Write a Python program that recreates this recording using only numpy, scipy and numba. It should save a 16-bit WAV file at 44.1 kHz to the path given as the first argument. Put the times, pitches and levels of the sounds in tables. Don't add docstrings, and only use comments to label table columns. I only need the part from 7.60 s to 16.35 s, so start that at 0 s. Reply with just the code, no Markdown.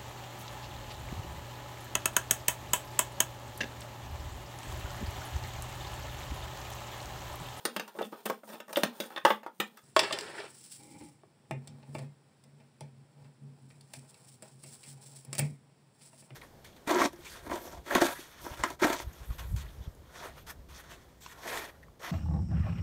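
import sys
import numpy as np
from scipy import signal
from scipy.fft import rfft, irfft, next_fast_len
from scipy.io import wavfile
from scipy.ndimage import uniform_filter1d
from numba import njit

SR = 44100
rng = np.random.default_rng(int(sys.argv[2]) if len(sys.argv) > 2 else 0)


def wrap_up_sound(samples):
    columns = np.atleast_2d(samples).T
    tamed = np.clip(columns, -1, 1)
    steps = np.round(tamed * 32767).astype(np.int16)
    wavfile.write(sys.argv[1], SR, steps)


N = 385875

COLOUR_CHANGE_S = 2.232
TOP_HZ = 16900

# start_s, level_db, thud_db, clank_db, tick_db, ring_s
TOOL_KNOCKS = [(0.0528, -20, -0.5, -3, -3.5, 0.076), (0.164, -24, 0, -0.5, -8, 0.043),
               (0.197, -21.5, -9.5, -9, -16.5, 0.093), (0.278, -42.5, -19, -8, -7, 0.22),
               (0.388, -24, -3.5, -18, -30, 0.14), (0.4105, -20.5, -7, -55, -35, 0.082),
               (0.66, -31, -13, 2, -19, 0.057), (0.699, -12, -12.5, -26, -19, 0.035),
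               (0.834, -35, -5.5, -27, -55, 0.11), (1.002, -30.5, -11.5, -12, -15.5, 0.083),
               (1.129, -29.5, -5, -6.5, -6, 0.067), (1.159, -36.5, -12, 21.5, -18, 0.076),
               (1.171, -10.5, -6.5, -22, -16, 0.067), (1.234, -10, -8.5, -7.5, -11.5, 0.043),
               (1.326, -43, -5, -19, -35, 0.13), (1.402, -31, 4, 2.5, 0.5, 0.098),
               (1.651, -0.5, -31, -16.5, -31.5, 0.089), (1.703, -9, -17.5, -14.5, -45, 0.098),
               (1.832, -37.5, -19.5, -16.5, -24, 0.16), (1.864, -24, -25.5, -28, -32, 0.11),
               (2.001, -20, -8.5, -3, -11, 0.12)]
# start_s, level_db, thud_db, clank_db, tick_db, length_s
TOOL_SKIDS = [(0.073, -44, 11, -9, -7, 0.015), (0.351, -33.5, -4.5, -28, -29, 0.025),
              (0.417, -33.5, -2, -0.5, -6, 0.039), (0.526, -29.5, -1, -21, -46, 0.035),
              (0.655, -25.5, -3, -10, 4, 0.018), (0.889, -39.5, -4, -3.5, -2.5, 0.037),
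              (0.931, -38, -2, -3.5, -22, 0.028), (1.081, -33, -9.5, -14, -9.5, 0.028),
              (1.436, -34.5, -4.5, -8.5, -5.5, 0.025), (1.504, -30.5, -21.5, -17.5, -17.5, 0.024),
              (1.536, -39, -20.5, -21, -21, 0.027), (1.562, -24.5, -25.5, -3.5, -21, 0.02),
              (1.663, -15.5, -23.5, -17, -28.5, 0.022), (2.171, -40, -30, -5, -3, 0.023)]
# start_s, level_db, thud_db, clank_db, tick_db, ring_s
STEEL_TOP_HITS = [(2.364, -13, -9, -4.5, -14, 0.06), (2.393, -21, -34, 5.5, -3.5, 0.084),
                  (2.435, -34, -32, 1.5, -16, 0.39), (2.509, -30, -32, -6, -33, 0.088),
                  (2.526, -44.5, 18, 25.5, 8.5, 0.097), (2.588, -48, 5, 18.5, 12.5, 0.04),
                  (2.61, -56.5, -3, 21, 14, 0.05), (2.691, -46, -3, -18, -28, 0.09),
                  (2.802, -50, -0.5, 16, -18, 0.12), (3.635, -47.5, 11, -45, -50, 0.0097)]
# start_s, level_db, knock_db, clank_db, tick_db, ring_s
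PIPE_TAPS = [(3.91, -48, 15.5, 10.5, 6.5, 0.069), (4.074, -46, -10.5, -11.5, -0.5, 0.11),
             (4.2287, -60, -1.5, -2, -19, 0.16), (4.3479, -47, 9, 4.5, 0, 0.077),
             (4.3843, -45.5, -0.5, -5, -3, 0.14), (4.838, -60, -7, -7, 6.5, 0.1),
             (5.0013, -60.5, 0.5, -1.5, -11, 0.072), (5.208, -44, -2.5, -8, -0.5, 0.092),
             (5.645, -65.5, -0.5, 3, -2, 0.091), (6.1034, -58.5, -9, 4, -10.5, 0.096),
             (6.2096, -49.5, -33.5, -18, -1, 0.054), (6.3358, -38, -12, -7, -0.5, 0.074),
             (6.3888, -45, -28, -24, -1, 0.025), (6.543, -51, -15, -2.5, -1, 0.049),
             (6.824, -48, -3.5, -8, 8.5, 0.063), (7.0373, -53.5, -2, 1.5, 13, 0.087),
             (7.232, -49, -22, -5, 1, 0.2), (7.649, -58, -4, -5, 14, 0.095),
             (7.73, -36, -10.5, -6, 7.5, 0.063), (7.752, -42.5, -10.5, -1.5, 12, 0.093),
             (7.7822, -31, -8, -12, 9, 0.093), (7.7918, -28.5, -8, 0.5, 16, 0.026),
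             (7.806, -56.5, 0, 15.5, -12, 0.22), (8.4104, -59.5, -9.5, -5, -10.5, 0.26),
             (8.53, -66, 10.5, 1.5, -7, 0.042), (8.624, -63.5, 3, 1, -12.5, 0.052),
             (8.7055, -58.5, 10.5, 8.5, -21, 0.026)]

# pitch_hz, level_db, ring_s (t60)
BENCH_MODES = [(225, -0.5, 0.37), (442, 2.5, 0.065), (558, 3, 0.096), (830.2, -10, 0.2), (1026, -7.5, 0.13),
               (1273, -8.5, 0.2), (1477, -10.5, 0.13), (1617, -7, 0.14), (1830, -13, .2), (2606, -6, 0.087),
               (3520, -5.5, 0.15), (5363, -10.5, 0.071)]
STEEL_TOP_MODES = [(398, 8.5, 0.21), (624, 10, 0.12), (880, 9.5, 0.031), (1173, 7.5, 0.063),
                   (1584, 2, 0.0907), (1764, -16.5, 0.084), (2564, -14, 0.13), (4850, 15, 0.0064)]
PIPE_MODES = [(115, -1, 0.21), (229.6, 4.5, 0.17), (385, -4.5, 0.086), (506.6, 3, 0.2), (639, 4, 0.22),
              (842, 4.5, 0.14), (1880, -11, 0.36), (2135, -6.5, 0.31), (2343, -4.5, 0.24),
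              (2574, 0.5, 0.13)]
# pitch_hz, level_db, ring_s (t60)
RUBBED_MODES = [(151, -15.5, 0.019), (293, 14, 0.021), (510, -1.5, 0.055), (822, -1, 0.072),
                (2127, -3, 0.02), (2310, -5.5, 0.037)]

# start_s, hold_s, level_db
CHAIN_TUGS = [(3.925, 0.049, -37), (4.0, 0.018, -50), (4.09, 0.06, -44.5), (4.18, 0.069, -53.5),
              (4.29, 0.091, -43), (4.37, 0.086, -40), (4.86, 0.02, -54), (4.93, 0.1, -58.5),
              (5.225, 0.02, -43), (5.33, .1, -55), (5.57, 0.11, -50.5), (5.82, 0.11, -48),
              (6.03, 0.061, -51.5), (6.16, .09, -56.5), (6.38, 0.0097, -47), (6.62, 0.33, -62.5),
              (6.92, 0.083, -57), (7.04, 0.072, -51.5), (7.28, 0.088, -51.5), (7.46, 0.13, -54),
              (7.69, 0.12, -44), (7.8, 0.03, -29), (7.865, 0.044, -42.5), (8.61, .01, -56),
              (8.72, 0.026, -48)]
# start_s, hold_s, level_db
DRAG_MOVES = [(0, 0.35, -58), (.52, 0.088, -56), (.672, 0.052, -52), (.88, 0.057, -47),
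              (1.17, 0.094, -47.5), (1.33, 0.25, -55.5), (1.665, 0.033, -39.5), (2.04, 0.0041, -56.5),
              (2.1, 0.084, -65), (2.385, 0.053, -36.5), (2.5, 0.17, -46.5), (2.7, 0.062, -47.5),
              (2.78, 0.06, -46.5), (3.2, 0.074, -61.5), (3.305, 0.025, -61), (3.352, 0.011, -56),
              (3.41, 0.012, -51.5), (3.465, 0.016, -62), (4.02, 0.3, -71), (4.33, 0.12, -64.5),
              (5.212, 0.019, -65.5), (5.58, 0.08, -70), (6.3, 0.38, -70.5), (6.83, 0.012, -58),
              (7.03, 0.56, -70), (7.66, 0.076, -67.5), (7.79, 0.047, -57), (8.66, 0.1, -70)]
# start_s, hold_s, level_db
CLOTH_MOVES = [(.05, 0.17, -67), (.38, 0.092, -61.5), (.685, 0.0077, -55), (.885, 0.036, -59),
               (1.17, 0.014, -49.5), (1.42, 0.0075, -52), (1.665, .03, -65), (2.005, 0.06, -63.5),
               (2.24, 0.044, -65), (2.385, 0.6, -60.5), (2.965, 0.15, -59.5), (3.135, 0.0073, -54),
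               (3.185, 0.015, -57), (3.21, 0.029, -58.5), (3.29, .2, -63.5), (3.912, 0.011, -75.5),
               (4.27, .06, -75), (4.35, 0.035, -65), (6.03, 0.33, -74.5), (6.335, 0.045, -61.5),
               (6.5, 0.1, -66), (6.69, 0.011, -58), (6.85, 0.071, -65.5), (7.04, 0.04, -56.5),
               (7.125, 0.012, -54.5), (7.235, .015, -61), (7.28, 0.026, -53.5), (7.42, 0.097, -64.5),
               (7.47, 0.022, -57.5), (7.565, 0.018, -56), (7.775, 0.074, -55.5), (8.42, 0.052, -61.5),
               (8.585, 0.038, -59.5)]
TUG_SWELL, TUG_FADE, TUG_REST_DB = 910, 210, -68
DRAG_SWELL, DRAG_FADE, DRAG_REST_DB = 1600, 245, -77
RUSTLE_SWELL, RUSTLE_FADE, RUSTLE_REST_DB = 260, 200, -87.5

HUM_HZ, HUM_WANDER, HUM_WOBBLE_DB = 138.5, 0.037, 2.9

# pitch_hz, level_db
FIRST_PART_COLOUR = [(60, -29.5), (110, -31), (150, -14), (185, -5.5), (4000, 0), (8800, -2.5), (9300, 8.5),
                     (9800, -9), (12000, -6.5), (12600, 3), (15600, 4), (16000, -19), (17000, -22.5)]
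# pitch_hz, level_db
SECOND_PART_COLOUR = [(50, -24.5), (100, -2), (4000, 2), (5600, 5), (5900, -3), (7200, -2), (7500, 7),
                      (10200, 2), (10500, -11.5), (13700, -21.5), (13900, -5.5), (15600, 0), (16000, -34.5),
                      (17000, -25.5)]
# pitch_hz, level_db
DRAG_COLOUR = [(100, -30), (250, -10.5), (450, 5.5), (1000, 5.5), (2000, -12), (3500, -9.5), (6000, -16),
               (16000, -14.5)]
# pitch_hz, level_db
CLOTH_COLOUR = [(500, -25), (1500, -13.5), (3000, -8.5), (5000, -4.5), (9000, 0), (16000, -5.5)]
# pitch_hz, level_db
RATTLE_COLOUR = [(150, -19.5), (350, 4), (800, -2), (1600, -3), (3500, -8.5), (5500, -14), (9500, -18.5)]
# pitch_hz, level_db
AIR_COLOUR = [(25, -15.5), (60, -8), (130, 5), (300, -4.5), (1000, -17), (4000, -27), (16000, -32)]
AIR_DB = -65
# pitch_hz, ring_s (t60)
ROOM_DECAY = [(100, 0.3), (1000, 0.14), (4000, 0.2), (16000, 0.02)]
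ROOM_DB = -8.5
BENCH_ANCHORS_HZ = (250, 900, 3300, 10000)


def undb(db):
    return 10 ** (np.asarray(db) / 20)


def on_log(hz, table):
    table_hz, value = np.transpose(table)
    return np.interp(np.log(hz + 1), np.log(table_hz), value)


def colour(x, table):
    size = next_fast_len(len(x) + 8192)
    gain = undb(on_log(np.fft.rfftfreq(size, 1 / SR), table))
    return irfft(rfft(x, size) * gain, size)[:len(x)]


def unit(x):
    return x / np.sqrt(np.mean(x ** 2))


def walk(rate):
    step = int(SR / rate)
    held = np.repeat(rng.standard_normal(N // step + 1), step)
    return uniform_filter1d(held, step)[:N]


def moves(table, swell, fade, rest_db):
    t = np.arange(0, N + 64, 64) / SR
    start, hold, db = np.array(table, float).T[:, :, None]
    db = db - swell * np.maximum(start - t, 0) - fade * np.maximum(t - start - hold, 0)
    gain = np.sqrt(np.sum(undb(db) ** 2, axis=0) + undb(rest_db) ** 2)
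    return np.interp(np.arange(N) / SR, t, gain)


@njit
def ring(starts, hz, gain, t60, size):
    out = np.zeros(size)
    for m in range(len(hz)):
        turn = np.exp(2j * np.pi * hz[m] / SR - np.log(1000) / (t60[m] * SR))
        z = gain[m] + 0j
        for i in range(starts[m], min(size, starts[m] + int(t60[m] * SR))):
            z *= turn
            out[i] += z.imag
    return out


def resonate(force, modes, ring_share=0.4):
    hz, db, t60 = np.array(modes, float).T
    body = ring(np.zeros(len(hz), np.int64), hz, undb(db), t60 * ring_share, SR // 2)
    return unit(signal.fftconvolve(force, body)[:N])


def grit(rate, scatter_db):
    hit = rng.random(N) < rate / SR
    return hit * rng.standard_normal(N) * undb(scatter_db * rng.exponential(size=N))


def still_air():
    return unit(colour(rng.standard_normal(N), AIR_COLOUR)) * undb(AIR_DB)


def dragging():
    t = np.arange(N) / SR
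    force = grit(5900, 1.8)
    plain = unit(colour(force, DRAG_COLOUR))
    tools_on_bench = plain + 0.28 * resonate(force, BENCH_MODES)
    chain_on_steel = chain_links() + 0.21 * plain + 0.33 * resonate(force, STEEL_TOP_MODES[:1])
    dull_rub = 0.26 * plain + 1.26 * resonate(grit(2500, 1.6), RUBBED_MODES, 0.96)
    chain_on_pipe = plain + 0.47 * resonate(force, PIPE_MODES[1:])
    drag = np.select([t < COLOUR_CHANGE_S, t < 3.0, t < 3.7], [tools_on_bench, chain_on_steel, dull_rub], chain_on_pipe)
    return drag * moves(DRAG_MOVES, DRAG_SWELL, DRAG_FADE, DRAG_REST_DB) * undb(2.0 * walk(40))


def cloth_rustle():
    cloth = unit(colour(grit(6000, 0.61), CLOTH_COLOUR))
    return cloth * moves(CLOTH_MOVES, RUSTLE_SWELL, RUSTLE_FADE, RUSTLE_REST_DB) * undb(3.0 * walk(70))


def blows(table, t60_s, contact_s, modes, anchors_hz, modes_db, dense_db, damp, snap=0.063, spot_db=5.0,
          spread=0.084, rebound_db=-3.5, bounces=3, size=9, count=640):
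    hz_body, db_body, t60_body = np.repeat(np.array(modes, float).T, size, axis=1)
    near = len(hz_body)
    t60_s, contact_s = np.broadcast_to(t60_s, len(table)), np.broadcast_to(contact_s, len(table))
    draws = rng.random((len(table), 4, count))
    rows = []
    for row, decay, contact, u in zip(table, t60_s, contact_s, draws):
        start, blow, thud, clank, tick = row[:5]
        tone = sorted(zip(anchors_hz, blow + np.array([thud, 0, clank, tick])))
        hz = 190 * 84 ** (u[0] ** 0.58)
        life = decay * (hz / 1000) ** -damp * (0.013 + 0.83 * u[1] ** 2.9)
        db = np.full(count, dense_db)
        shift = 1 + 0.08 * np.repeat(u[2, -len(modes):] - 0.5, size)
        hz[:near] = hz_body * (1 + spread * (u[0, :near] - 0.5)) * shift
        life[:near] = t60_body * (decay / 0.17) ** 0.6 * (0.32 + 0.99 * u[1, :near])
        db[:near] = db_body + modes_db
        gain = undb(on_log(hz, tone) + db) * (2 * u[2] - 1 + snap)
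        gain[:near] *= np.repeat(undb(spot_db * (2 * u[1, :len(modes)] - 1)), size)
        touch = np.resize(np.r_[0, u[3, 1:bounces] ** 1.5], count)
        gain *= np.where(touch > 0, undb(rebound_db), 1)
        rows.append([(start + contact * touch) * SR, hz, gain, np.clip(life, 0.003, 0.6)])
    starts, hz, gain, life = np.concatenate(rows, axis=1)
    return ring(starts.astype(np.int64), hz, gain, life, N)


def tool_knocks():
    knock = np.array(TOOL_KNOCKS)
    return blows(knock, knock[:, 5], 0.005, BENCH_MODES, BENCH_ANCHORS_HZ, modes_db=-13.0, dense_db=-12.0,
                 damp=0.099, spot_db=4.0, spread=0.17, size=16)


def tool_skids():
    skid = np.array(TOOL_SKIDS)
    return blows(skid, 0.035, skid[:, 5], BENCH_MODES, BENCH_ANCHORS_HZ, modes_db=-7.0, dense_db=-14.5,
                 damp=0.68, rebound_db=0.5, bounces=13)


def chain_links(count=12000, size=24):
    u = rng.random((count, 4)).T
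    start = np.repeat(COLOUR_CHANGE_S + 0.88 * u[0, ::size], size) * SR
    hz = 300 * 36 ** (u[1] ** 0.6)
    handful_db = np.repeat(9 * u[2, ::size], size)
    gain = undb(on_log(hz, RATTLE_COLOUR) + handful_db) * (2 * u[3] - 1)
    clinks = ring(start.astype(np.int64), hz, gain, 0.015 + 0.15 * u[0] ** 2, N)
    return clinks / np.sqrt(np.mean(clinks[int(COLOUR_CHANGE_S * SR):3 * SR] ** 2))


def steel_top_hits():
    hit = np.array(STEEL_TOP_HITS)
    return blows(hit, hit[:, 5], 0.0029, STEEL_TOP_MODES, (250, 900, 3300, 8500), modes_db=-14.5,
                 dense_db=-13.0, damp=0.042, snap=0.023, bounces=2)


def pipe_taps():
    tap = np.array(PIPE_TAPS)
    return blows(tap, tap[:, 5], 0.007, PIPE_MODES[1:], (685, 4430, 2450, 9100), modes_db=-13.0,
                 dense_db=-13.5, damp=0.47, spread=0.14, spot_db=1.5, rebound_db=0.0, size=16)


def pipe_hum():
    phase = 2 * np.pi * np.cumsum(HUM_HZ * (1 + HUM_WANDER * walk(22))) / SR
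    swing = np.sin(phase) * undb(HUM_WOBBLE_DB * walk(30))
    body = resonate(rng.standard_normal(N), PIPE_MODES[:3], 0.38)
    return (1.25 * swing + 0.34 * body) * moves(CHAIN_TUGS, TUG_SWELL, TUG_FADE, TUG_REST_DB)


def room(x):
    t = np.arange(SR // 2) / SR
    tail = 0
    for hz in 90 * 2.0 ** np.arange(8):
        band = signal.butter(2, [hz / 2 ** 0.5, hz * 2 ** 0.5], "bandpass", fs=SR, output="sos")
        noise = signal.sosfilt(band, rng.standard_normal(len(t)))
        tail = tail + noise * 1000 ** (-t / on_log(hz, ROOM_DECAY))
    tail = tail * np.clip(t / 0.00039, 0, 1)
    tail = tail / np.sqrt(np.sum(tail ** 2))
    return x + undb(ROOM_DB) * signal.fftconvolve(x, tail)[:N]


def scene():
    impacts = tool_knocks() + tool_skids() + steel_top_hits() + pipe_taps()
    return (still_air() + room(dragging()) + cloth_rustle() + room(impacts) + pipe_hum())[None]


def record(dry):
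    first_part = np.arange(N) < COLOUR_CHANGE_S * SR
    heard = np.where(first_part, colour(dry[0], FIRST_PART_COLOUR), colour(dry[0], SECOND_PART_COLOUR))
    low_pass = signal.ellip(8, 0.2, 70, TOP_HZ, fs=SR, output="sos")
    return signal.sosfilt(low_pass, heard)[None]


dry = scene()
out = record(dry)
wrap_up_sound(out)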